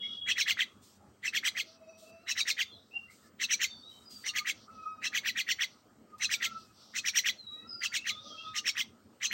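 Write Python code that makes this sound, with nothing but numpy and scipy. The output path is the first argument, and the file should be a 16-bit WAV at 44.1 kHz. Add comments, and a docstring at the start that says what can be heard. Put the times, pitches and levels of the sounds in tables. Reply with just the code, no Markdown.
"""A far horn dies away in the first second, over low traffic hum and rustling leaves that last throughout.
From 0.3 s a young myna on a hand, close by in a garden, begs in bouts of short raspy calls.
Small birds whistle and mid-band noise swells behind it; a far rooster crows from 1.6 s to 8.6 s.
Hum, leaves and swells are shaped noise; horn, whistles and crows are trembling partials, echoed.
The myna is two unsteady voices plus resonant noise; a bright noise band follows each call."""
import sys
import numpy as np
from scipy import signal
from scipy.fft import rfft, irfft, next_fast_len
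from scipy.io import wavfile
from scipy.ndimage import uniform_filter1d, map_coordinates

SR = 44100
rng = np.random.default_rng(int(sys.argv[2]) if len(sys.argv) > 2 else 0)


def wav_record(signal):
    """Record a signal, one row per channel, as 16-bit PCM in the file named by sys.argv[1]."""
    frames = np.transpose(np.atleast_2d(signal))
    bounded = np.clip(frames, -1, 1)
    # unit amplitude maps onto the largest positive 16-bit level
    quanta = np.round(bounded * 32767).astype(np.int16)
    wavfile.write(sys.argv[1], SR, quanta)


N = 411453


def amp(db):
    """Gain of a level in dB."""
    return 10 ** (np.asarray(db) / 20)


def unit(x):
    """x scaled to rms 1."""
    return x / np.sqrt(np.mean(x ** 2) + 1e-20)


def along(points, hz):
    """Interpolates (frequency [Hz], value) points on a log axis."""
    f, v = np.transpose(points)
    return np.interp(np.log(hz + 1), np.log(f + 1), v)


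def wobble(rate_hz, size=N):
    """A smooth random curve, rate_hz knots a second."""
    knots = rng.standard_normal(int(size * rate_hz / SR) + 4)
    return map_coordinates(knots, [np.arange(size) * rate_hz / SR])


def filtered(x, response):
    """x times a complex response of frequency."""
    m = next_fast_len(N + SR // 2)
    return irfft(rfft(x, m) * response(np.fft.rfftfreq(m, 1 / SR)), m)[:N]


def resonant(x, modes):
    """x through parallel resonances, each squared for deep valleys between them."""
    def response(f):
        return sum(amp(db) * (1j * f * width / (centre * centre - f * f + 1j * f * width)) ** 2
                   for centre, width, db in modes)
    return filtered(x, response)


def rush(spectrum, patchy_db):
    """Noise of rms 1 with patches of random gain in time and frequency."""
    z = signal.stft(rng.standard_normal(N), nperseg=512)[2]
    field = uniform_filter1d(rng.standard_normal(z.shape), 5, 0)
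    field = uniform_filter1d(field, 12, 1)
    noise = signal.istft(z * amp(patchy_db * unit(field)), nperseg=512)[1][:N]
    return unit(filtered(noise, lambda hz: amp(along(spectrum, hz))))


def tone(hz, partials, jitter, flutter_db, rate_hz):
    """Partials (multiple, level [dB rms]) on a pitch curve, trembling in pitch and strength."""
    size = len(hz)
    phase = 2 * np.pi * np.cumsum(hz * (1 + jitter * wobble(rate_hz, size))) / SR
    total = 0
    for multiple, db in partials:
        gain = amp(db + flutter_db * wobble(rate_hz, size)) * np.sqrt(2)
        total = total + gain * np.sin(multiple * phase + rng.uniform(0, 2 * np.pi))
    return total


def add(track, rows, voice):
    """Plays rows (time [s], values) through voice, with 3.2 ms ends."""
    s, *cols = np.transpose(rows)
    n = np.arange(round(s[0] * SR), min(round(s[-1] * SR), N))
    ends = np.clip(np.minimum(n - n[0], n[-1] - n) / (0.0032 * SR), 0, 1)
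    track[n] += ends * voice(*[np.interp(n / SR, s, c) for c in cols])


def swells(rows, edge):
    """Gain curve of soft-edged swells, each dying away by 8 dB, with a random flutter."""
    gain = np.zeros(N + SR)
    for s, length, db in rows:
        shape = signal.windows.tukey(round(length * SR), np.clip(edge, 0, 1))
        gain[round(s * SR):][:len(shape)] += amp(db - np.linspace(0, 8, len(shape))) * shape
    return gain[:N] * amp(1.5 * wobble(25))


# steady garden noise: (leaves [dB], hum [dB])
STEADY_DB = (-75.5, -62)
# hum spectrum: (frequency [Hz], relative density [dB])
HUM_SPECTRUM = [(25, -39), (76, -6.5), (96, -1.5), (125, -6), (170, -8), (206, 2.5), (260, -3), (400, -8.5),
                (662, -12.5), (866, -15.5), (1110, -15.5), (1270, -9), (1500, -18.5), (2500, -28),
                (3250, -26), (5500, -120)]
# swells of the hum: (start [s], length [s], initial level [dB])
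HUM_SWELLS = [(6.3, 0.39, -61), (8.25, 0.33, -67.5)]


def traffic_hum():
    """Low-weighted noise, slowly wavering, with two swells."""
    gain = amp(STEADY_DB[1] + 0.54 * wobble(4.7)) + swells(HUM_SWELLS, edge=0.8)
    return gain * rush(HUM_SPECTRUM, patchy_db=3.0)


# leaf spectrum: (frequency [Hz], relative density [dB per Hz])
LEAF_SPECTRUM = [(1500, -20.5), (3000, -8), (4500, -0.5), (6000, -3.5), (7000, -4), (8000, -2), (9500, -7),
                 (12000, -11), (16000, -17.5)]
# leaves brushing: (start [s], length [s], initial level [dB])
LEAF_BRUSHES = [(.81, .18, -61.5), (1.97, .15, -59.5), (3.09, 0.217, -63.5), (3.88, 0.2, -65.5),
                (4.09, 0.17, -56.5), (6.18, 0.027, -57), (6.55, .35, -71.5), (7.5, .14, -74.5)]


def leaves():
    """Bright noise, slowly wavering, with short brushes."""
    gain = amp(STEADY_DB[0] + 1.5 * wobble(4.5)) + swells(LEAF_BRUSHES, edge=0.34)
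    return gain * rush(LEAF_SPECTRUM, patchy_db=2.0)


# mid-band spectrum: (frequency [Hz], relative density [dB])
MID_SPECTRUM = [(1800, -54), (2700, -15.5), (3500, -4), (4800, -1.5), (5900, -2), (6500, -18),
                (9000, -41.5)]
# mid-band swells: (start [s], length [s], initial level [dB])
MID_SWELLS = [(0, .23, -59.5), (1.63, 0.17, -57.5), (2.66, 0.48, -72), (3.68, 0.33, -65.5),
              (4.54, .15, -56.5), (4.68, .26, -65.5), (5.68, 0.17, -62.5), (6.48, 0.22, -55),
              (6.7, .45, -57), (7.33, .09, -78), (7.98, 0.42, -60), (8.2, 0.39, -52.5)]


def mid_swells():
    """Soft-edged swells of mid-band noise."""
    return swells(MID_SWELLS, edge=0.62) * rush(MID_SPECTRUM, patchy_db=2.0)


# horn partials: (frequency [Hz], relative level [dB])
HORN_PARTIALS = [(2935, -22), (3345, 0), (3760, -22)]
HORN_DB, HORN_SAG_DB, HORN_FADES_DB = -43, 9, 41
HORN_ENDS_S, HORN_GONE_S = 0.39, 0.88


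def horn():
    """Three trembling partials sag, then fade out."""
    track = np.zeros(N)
    end_db = HORN_DB - HORN_SAG_DB
    rows = [(0, HORN_DB), (HORN_ENDS_S, end_db), (HORN_GONE_S, end_db - HORN_FADES_DB)]

    def voice(db):
        partials = [(hz, db + d) for hz, d in HORN_PARTIALS]
        return tone(np.ones_like(db), partials, jitter=0.011, flutter_db=5.5, rate_hz=80)
    add(track, rows, voice)
    return track


SWELL_DB, FADE_DB = 13.5, 17.5


def note(start, length, loudest, settled, first_hz, last_hz, db):
    """Rows (time [s], pitch [Hz], level [dB]) of a note that glides, swells and fades."""
    share = np.linspace(0, 1, num=40)
    glide = np.clip(1 - share / np.clip(settled, .05, 1), 0, 1)
    hz = last_hz + (first_hz - last_hz) * glide
    level = np.interp(share, [0, np.clip(loudest, .05, .95), 1], [db - SWELL_DB, db, db - FADE_DB])
    return np.transpose([start + share * length, hz, level])


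# crowing: (start [s], length [s], loudest at [share], glide over at [share], first pitch [Hz],
#   last pitch [Hz], second partial [relative dB], first and fourth partial [dB re second])
CROW_NOTES = [(1.64, 0.54, 0.59, 0.78, 655, 634, -78, 15.5, 8),
              (1.96, .5, 0.33, .9, 649.5, 687, -78, 14.5, 10.5),
              (4.28, 0.22, 0.34, .5, 605.6, 614, -52, -25, -27),
              (4.68, 0.46, .38, 0.92, 655.7, 622, -45, -36, -20.5),
              (6.07, 0.34, .2, .5, 624, 622, -59.5, -22, -32),
              (6.35, 0.35, 0.41, 0.67, 698, 646, -53, -21, -17),
              (7.501, .45, 0.25, 0.45, 604, 683.6, -55, -30, -18),
              (8.06, .27, 0.19, 0.43, 628, 621, -51, -29, -21),
              (8.319, 0.32, .45, 0.98, 659, 606, -46, -27, -28)]
# upper crow partials: (multiple, level [dB re fourth])
CROW_UPPER = [(6, -12), (7, -17), (8, -17), (9, -13)]


def rooster():
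    """Far crowing: harmonic notes with trembling pitch and partials."""
    track = np.zeros(N)
    for *row, first_db, fourth_db in CROW_NOTES:
        partials = [(1, first_db), (2, 0.026), (4, fourth_db)]
        partials += [(k, fourth_db + d) for k, d in CROW_UPPER]
        add(track, note(*row), lambda hz, db: amp(db) * tone(
            hz, partials, jitter=0.011, flutter_db=5.5, rate_hz=44.6))
    return track


# whistled notes: (start [s], length [s], loudest at [share], glide over at [share],
#   first pitch [Hz / 0.97], last pitch [Hz / 0.97], relative level [dB])
WHISTLE_NOTES = [(.02, 0.037, 0.3, .4, 1850, 2274, -57), (1.0, 0.086, 0.4, .5, 825, 856, -61),
                 (2.92, .08, .5, 0.4, 810, 810, -66), (5.653, 0.1, 0.2, 0.64, 618, 632, -63.5),
                 (3.22, 0.06, 0.35, .5, 1940, 1780, -69), (2.38, 0.41, 0.67, .9, 3880, 3570, -59),
                 (2.71, 0.098, 0.17, .5, 4410, 3930, -58), (2.619, 0.21, .5, .9, 2960, 3930, -63.5),
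                 (2.91, 0.088, 0.55, .3, 2660, 2850, -46.5), (3.069, 0.049, 0.56, .9, 1880, 2500, -61),
                 (3.568, 0.26, 0.35, .5, 4400, 4660, -56), (3.689, 0.095, 0.1, .5, 3770, 3620, -51),
                 (3.809, 0.22, 0.17, 0.21, 3655, 3952, -52.5), (3.911, 0.11, 0, .5, 3220, 3170, -60.5),
                 (4.038, 0.28, 0, .7, 5150, 4670, -57.5), (7.368, 0.28, 0.56, .3, 4410, 3986, -48),
                 (7.54, 0.14, 0.26, .5, 1934, 2000, -68), (7.672, 0.25, 0.1, .9, 5236, 4680, -48.5),
                 (7.957, .1, 0.4, .9, 2620, 2866, -47), (8.096, 0.15, 0.02, .8, 3494, 3850, -50),
                 (8.208, .22, 0.81, .4, 3850, 3335, -52), (8.406, 0.13, 0.28, .6, 3290, 3780, -53),
                 (8.369, .05, .5, .9, 2690, 2900, -50.5), (8.423, .13, .3, .5, 2730, 2620, -65),
                 (8.203, 0.21, 0.36, .5, 560, 613, -59.5), (9.247, 0.12, 0.23, .5, 4285, 4370, -53)]


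def small_birds():
    """Whistles: single gliding partials, trembling in pitch and strength."""
    track = np.zeros(N)
    for row in WHISTLE_NOTES:
        add(track, note(*row), lambda hz, db: tone(
            hz, [(0.97, db)], jitter=0.0051, flutter_db=5.0, rate_hz=160))
    return track


# yard decay: (frequency [Hz], t60 [s])
YARD_T60 = [(1000, 0.13), (3000, 0.23), (6000, 0.28), (12000, 0.1)]


def echo(x):
    """Walls and foliage answer 200 samples late; each frequency dies at its own speed."""
    hz, t, z = signal.stft(rng.standard_normal(SR // 2), SR, nperseg=256)
    decay = amp(-60 * t / along(YARD_T60, hz)[:, None])
    tail = signal.istft(z * decay, SR, nperseg=256)[1]
    return signal.fftconvolve(np.pad(x, (200, 0)), tail / np.linalg.norm(tail))[:N]


# bright band spectrum: (frequency [Hz], relative density [dB per Hz])
BRIGHT_SPECTRUM = [(11500, -42), (12100, -2), (15200, -4.5), (15700, -4.5)]


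def bright_band(gain):
    """Bright noise band at 12-16 kHz that follows each call."""
    return gain * rush(BRIGHT_SPECTRUM, patchy_db=6.5)


# resonances: (centre [Hz], width [Hz], relative level [dB])
THROAT_MODES = [(2034, 690, -0.5), (2810, 1720, 5)]
GAPE_MODES = [(4024, 1030, 0)]
BEAK_MODES = [(5690, 1200, 3), (6980, 304, -6), (8360, 230, -8)]


def breath(throat, gape, beak):
    """Turbulent air, gated by three gain curves, excites throat, gape and beak resonances."""
    air = rush([(1000, 0)], patchy_db=4.0) * amp(1.2 * wobble(600))

    def band(hz):  # 1.1-11.5 kHz, falling 3 dB per octave
        return (hz > 1100) * (hz < 11500) * amp(-3 * np.log2(hz / 4000 + 1e-3))
    broad = filtered(air[::-1], band)
    hiss = unit(resonant(air, BEAK_MODES)) + amp(-19.0) * unit(broad)
    rasp = throat * unit(resonant(air, THROAT_MODES)) + gape * unit(resonant(air, GAPE_MODES))
    return rasp + beak * hiss


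# first voice up to the flip: (nominal time from flip [ms], share of low note's pitch, relative level [dB])
TO_FLIP = [(-21, 0.67, -18.5), (-18.5, .97, -3.5), (-13.5, 1.05, 0.5), (-11.5, 1, -5.5), (-5.5, .86, -9),
           (-3, .84, -7.5)]
# first voice after it: (nominal time from flip [ms], way from last note up to flip's top [0-1]
#   before steepening, relative level [dB])
FROM_FLIP = [(0, 1, -7.5), (4.2, 0.85, -23.5), (7.4, 0.58, 2.5), (10.2, 0.26, -4), (14.4, .08, -6.5),
             (25, .03, -10.5), (30, 0.06, -32)]
FLIP_HZ = 3196
STEEPER_WHEN_TIGHT = 1.5  # a tight syrinx drops to its last note faster


def first_voice_path(last_hz, low_db, last_db, tight):
    """Rows (time [ms], pitch [Hz], level [dB]): low note, upward flip, fall to the last note."""
    low_hz = 1870 + 170 * tight
    steepness = 1 + STEEPER_WHEN_TIGHT * tight
    path = [(t, share * low_hz, low_db + db) for t, share, db in TO_FLIP]
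    path += [(t, last_hz + way ** steepness * (FLIP_HZ - last_hz), last_db + db)
             for t, way, db in FROM_FLIP]
    return [(-27.0, path[0][1], -93.0)] + path + [(45.9, path[-1][1], -94.0)]


# begging calls: (upward flip at [s], last note [Hz], voice, second voice, breath [relative dB])
CALLS = [(0.307, 2580, -30, -30.5, -41), (0.403, 2120, -30, -32, -36), (0.501, 2043, -29.5, -28.5, -38.5),
         (0.611, 1914, -29, -31, -43.5), (1.272, 2613, -30.5, -52, -42), (1.366, 2126, -31, -31, -38.5),
         (1.468, 2030, -31, -28, -35.5), (1.593, 2110, -33.5, -34.5, -41.5), (2.308, 2610, -34, -54, -39.5),
         (2.397, 2310, -33.5, -46, -37), (2.496, 2103, -31.5, -43, -35.5), (2.609, 2050, -31.5, -31.5, -41),
         (3.433, 2622, -31.5, -52, -35), (3.528, 2240, -31, -39, -34.5), (3.634, 2024, -30, -34, -37),
         (4.283, 2750, -35, -60, -39.5), (4.378, 2164, -32, -39, -37), (4.491, 2098, -31.5, -33.5, -38.5),
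         (5.06, 2655, -32.5, -37.5, -39.5), (5.167, 2166, -31.5, -33.5, -39.5),
         (5.28, 1882, -31.5, -35, -42), (5.394, 2023, -32.5, -33.5, -40), (5.507, 1940, -31, -33, -39.5),
         (5.626, 1973, -30.5, -31, -40), (6.239, 2556, -32.5, -43, -36.5), (6.332, 2245, -30.5, -35, -35.5),
         (6.446, 2054, -31.5, -34, -38.5), (6.979, 2545, -35, -40.5, -37.5),
         (7.078, 2273, -32.5, -36, -35.5), (7.176, 1965, -31, -31.5, -33.5),
         (7.279, 1906, -30.5, -28.5, -36.5), (7.852, 2633, -32.5, -37, -37.5),
         (7.958, 2187, -33.5, -35, -37), (8.088, 2074, -33.5, -34, -39.5), (8.579, 2785, -35, -42, -37.5),
         (8.683, 2218, -32.5, -35, -35.5), (8.797, 2037, -32.5, -32, -39), (9.249, 2567, -34.5, -34.5, -38),
         (9.348, 2194, -31.5, -41, -41.5)]
# second voice: (nominal time from flip [ms], pitch [Hz / 0.93], relative level [dB])
SECOND_VOICE = [(-32.5, 2090, -11.5), (-19.5, 2900, -9), (-13, 3350, -11.5), (-3, 3600, -1.5),
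                (3.5, 3000, -4.5), (15, 3500, -3), (27, 3700, -18)]
# hoarse start: (nominal time from flip [ms], pitch [Hz / 0.93], level [dB re low note])
HOARSE_START = [(-44, 2000, -27.5), (-38.5, 2000, -13.5), (-30, 2250, -9), (-22.5, 2400, -9),
                (-15, 2400, -23)]
# overtones of the first voice: (multiple, relative level [dB])
VOICE_OVERTONES = [(2, -8.5), (3, -6)]
SLACK_HZ, TIGHT_HZ = 1950, 2700  # last note of a slack and of a tight syrinx
# parts re voice or breath: (level when slack [dB], change when tight [dB])
LOW_NOTE_DB, LAST_NOTE_DB = (-0.79, -1.16), (0.92, 0.6)
GAPE_RASP_DB, BEAK_HISS_DB, BRIGHT_BAND_DB = (4.1, -3), (3.06, 1.4), (-8, -13.5)


def myna():
    """Two unsteady syrinx voices over turbulent air, with the bright band that follows each call."""
    voices, throat, gape, beak, bright = np.zeros((5, N + SR))
    span = np.arange(-2400, 2400)
    for s, last_hz, voice_db, second_db, breath_db in CALLS:
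        # a tighter syrinx: higher notes, a shorter call
        tight = (last_hz - SLACK_HZ) / (TIGHT_HZ - SLACK_HZ)
        low_db, last_db = [voice_db + db + more * tight for db, more in (LOW_NOTE_DB, LAST_NOTE_DB)]
        gape_db, hiss_db, bright_db = [breath_db + db + more * tight
                                       for db, more in (GAPE_RASP_DB, BEAK_HISS_DB, BRIGHT_BAND_DB)]
        # no two calls run equally fast
        ms = span / SR * 1000 * (1 + 0.0481 * rng.standard_normal())
        at = round(s * SR) + span

        def follow(rows):
            t, hz, db = np.transpose(rows)
            return np.interp(ms, t, hz), np.interp(ms, t, db)

        hz, db = follow(first_voice_path(last_hz, low_db, last_db, tight))
        db = db + 3 - 9 * tight * np.clip((ms - 14) / 12, 0, None)
        voices[at] += tone(hz, [(1, db)], jitter=0.016, flutter_db=1.0, rate_hz=420)

        # overtones lose 9 dB per kHz above 6.5 kHz
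        overtones = [(k, db + d + breath_db - low_db - 9 * np.clip(k * hz / 1000 - 6.5, 0, None))
                     for k, d in VOICE_OVERTONES]
        voices[at] += tone(hz, overtones, jitter=0.03, flutter_db=2.0, rate_hz=460)

        for rows, level_db, shake in (SECOND_VOICE, second_db, .05), (HOARSE_START, low_db, .1):
            fade_in = (rows[0][0] - 6, rows[0][1], -60)
            fade_out = (rows[-1][0] + 6, rows[-1][1], -60)
            hz, db = follow([fade_in] + rows + [fade_out])
            voices[at] += tone(hz, [(0.93, db + level_db)], jitter=shake, flutter_db=4.5, rate_hz=800)

        def puff(centre_ms, width_ms):
            return -20 * np.abs((ms - centre_ms + 4 * tight) / width_ms) ** 2.0
        throat[at] += amp(low_db - 3.5 + puff(-5.0, 32.4))
        gape[at] += amp(gape_db + puff(16.2, 25.6))  # opens after the flip
        beak[at] += amp(hiss_db + puff(4.1, 30.0))
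        bright[at] += amp(bright_db + puff(5, 33))
    return voices[:N] + breath(throat[:N], gape[:N], beak[:N]) + bright_band(bright[:N])


def scene():
    """Close myna, far tones heard mostly through echoes, and the garden noise."""
    garden = traffic_hum() + leaves() + mid_swells()
    far = horn() + rooster() + small_birds()
    bird = myna()
    echoes = echo(amp(-19) * bird + amp(1.5) * far)
    return (bird + amp(-5.0) * far + echoes + garden)[None]


# tone of the whole sound: (frequency [Hz], gain [dB])
OVERALL_TONE = [(9000, -0.5), (10000, -14), (11700, -12.5), (12200, 3), (15300, -0.5), (15700, 12)]
TOP_HZ = 15830


def record(dry):
    """The whole sound dips near 11 kHz, is brighter from 12 kHz, stops at 15.83 kHz."""
    return filtered(dry[0], lambda hz: amp(along(OVERALL_TONE, hz)) * (hz < TOP_HZ))[None]


dry = scene()
out = record(dry)
wav_record(out)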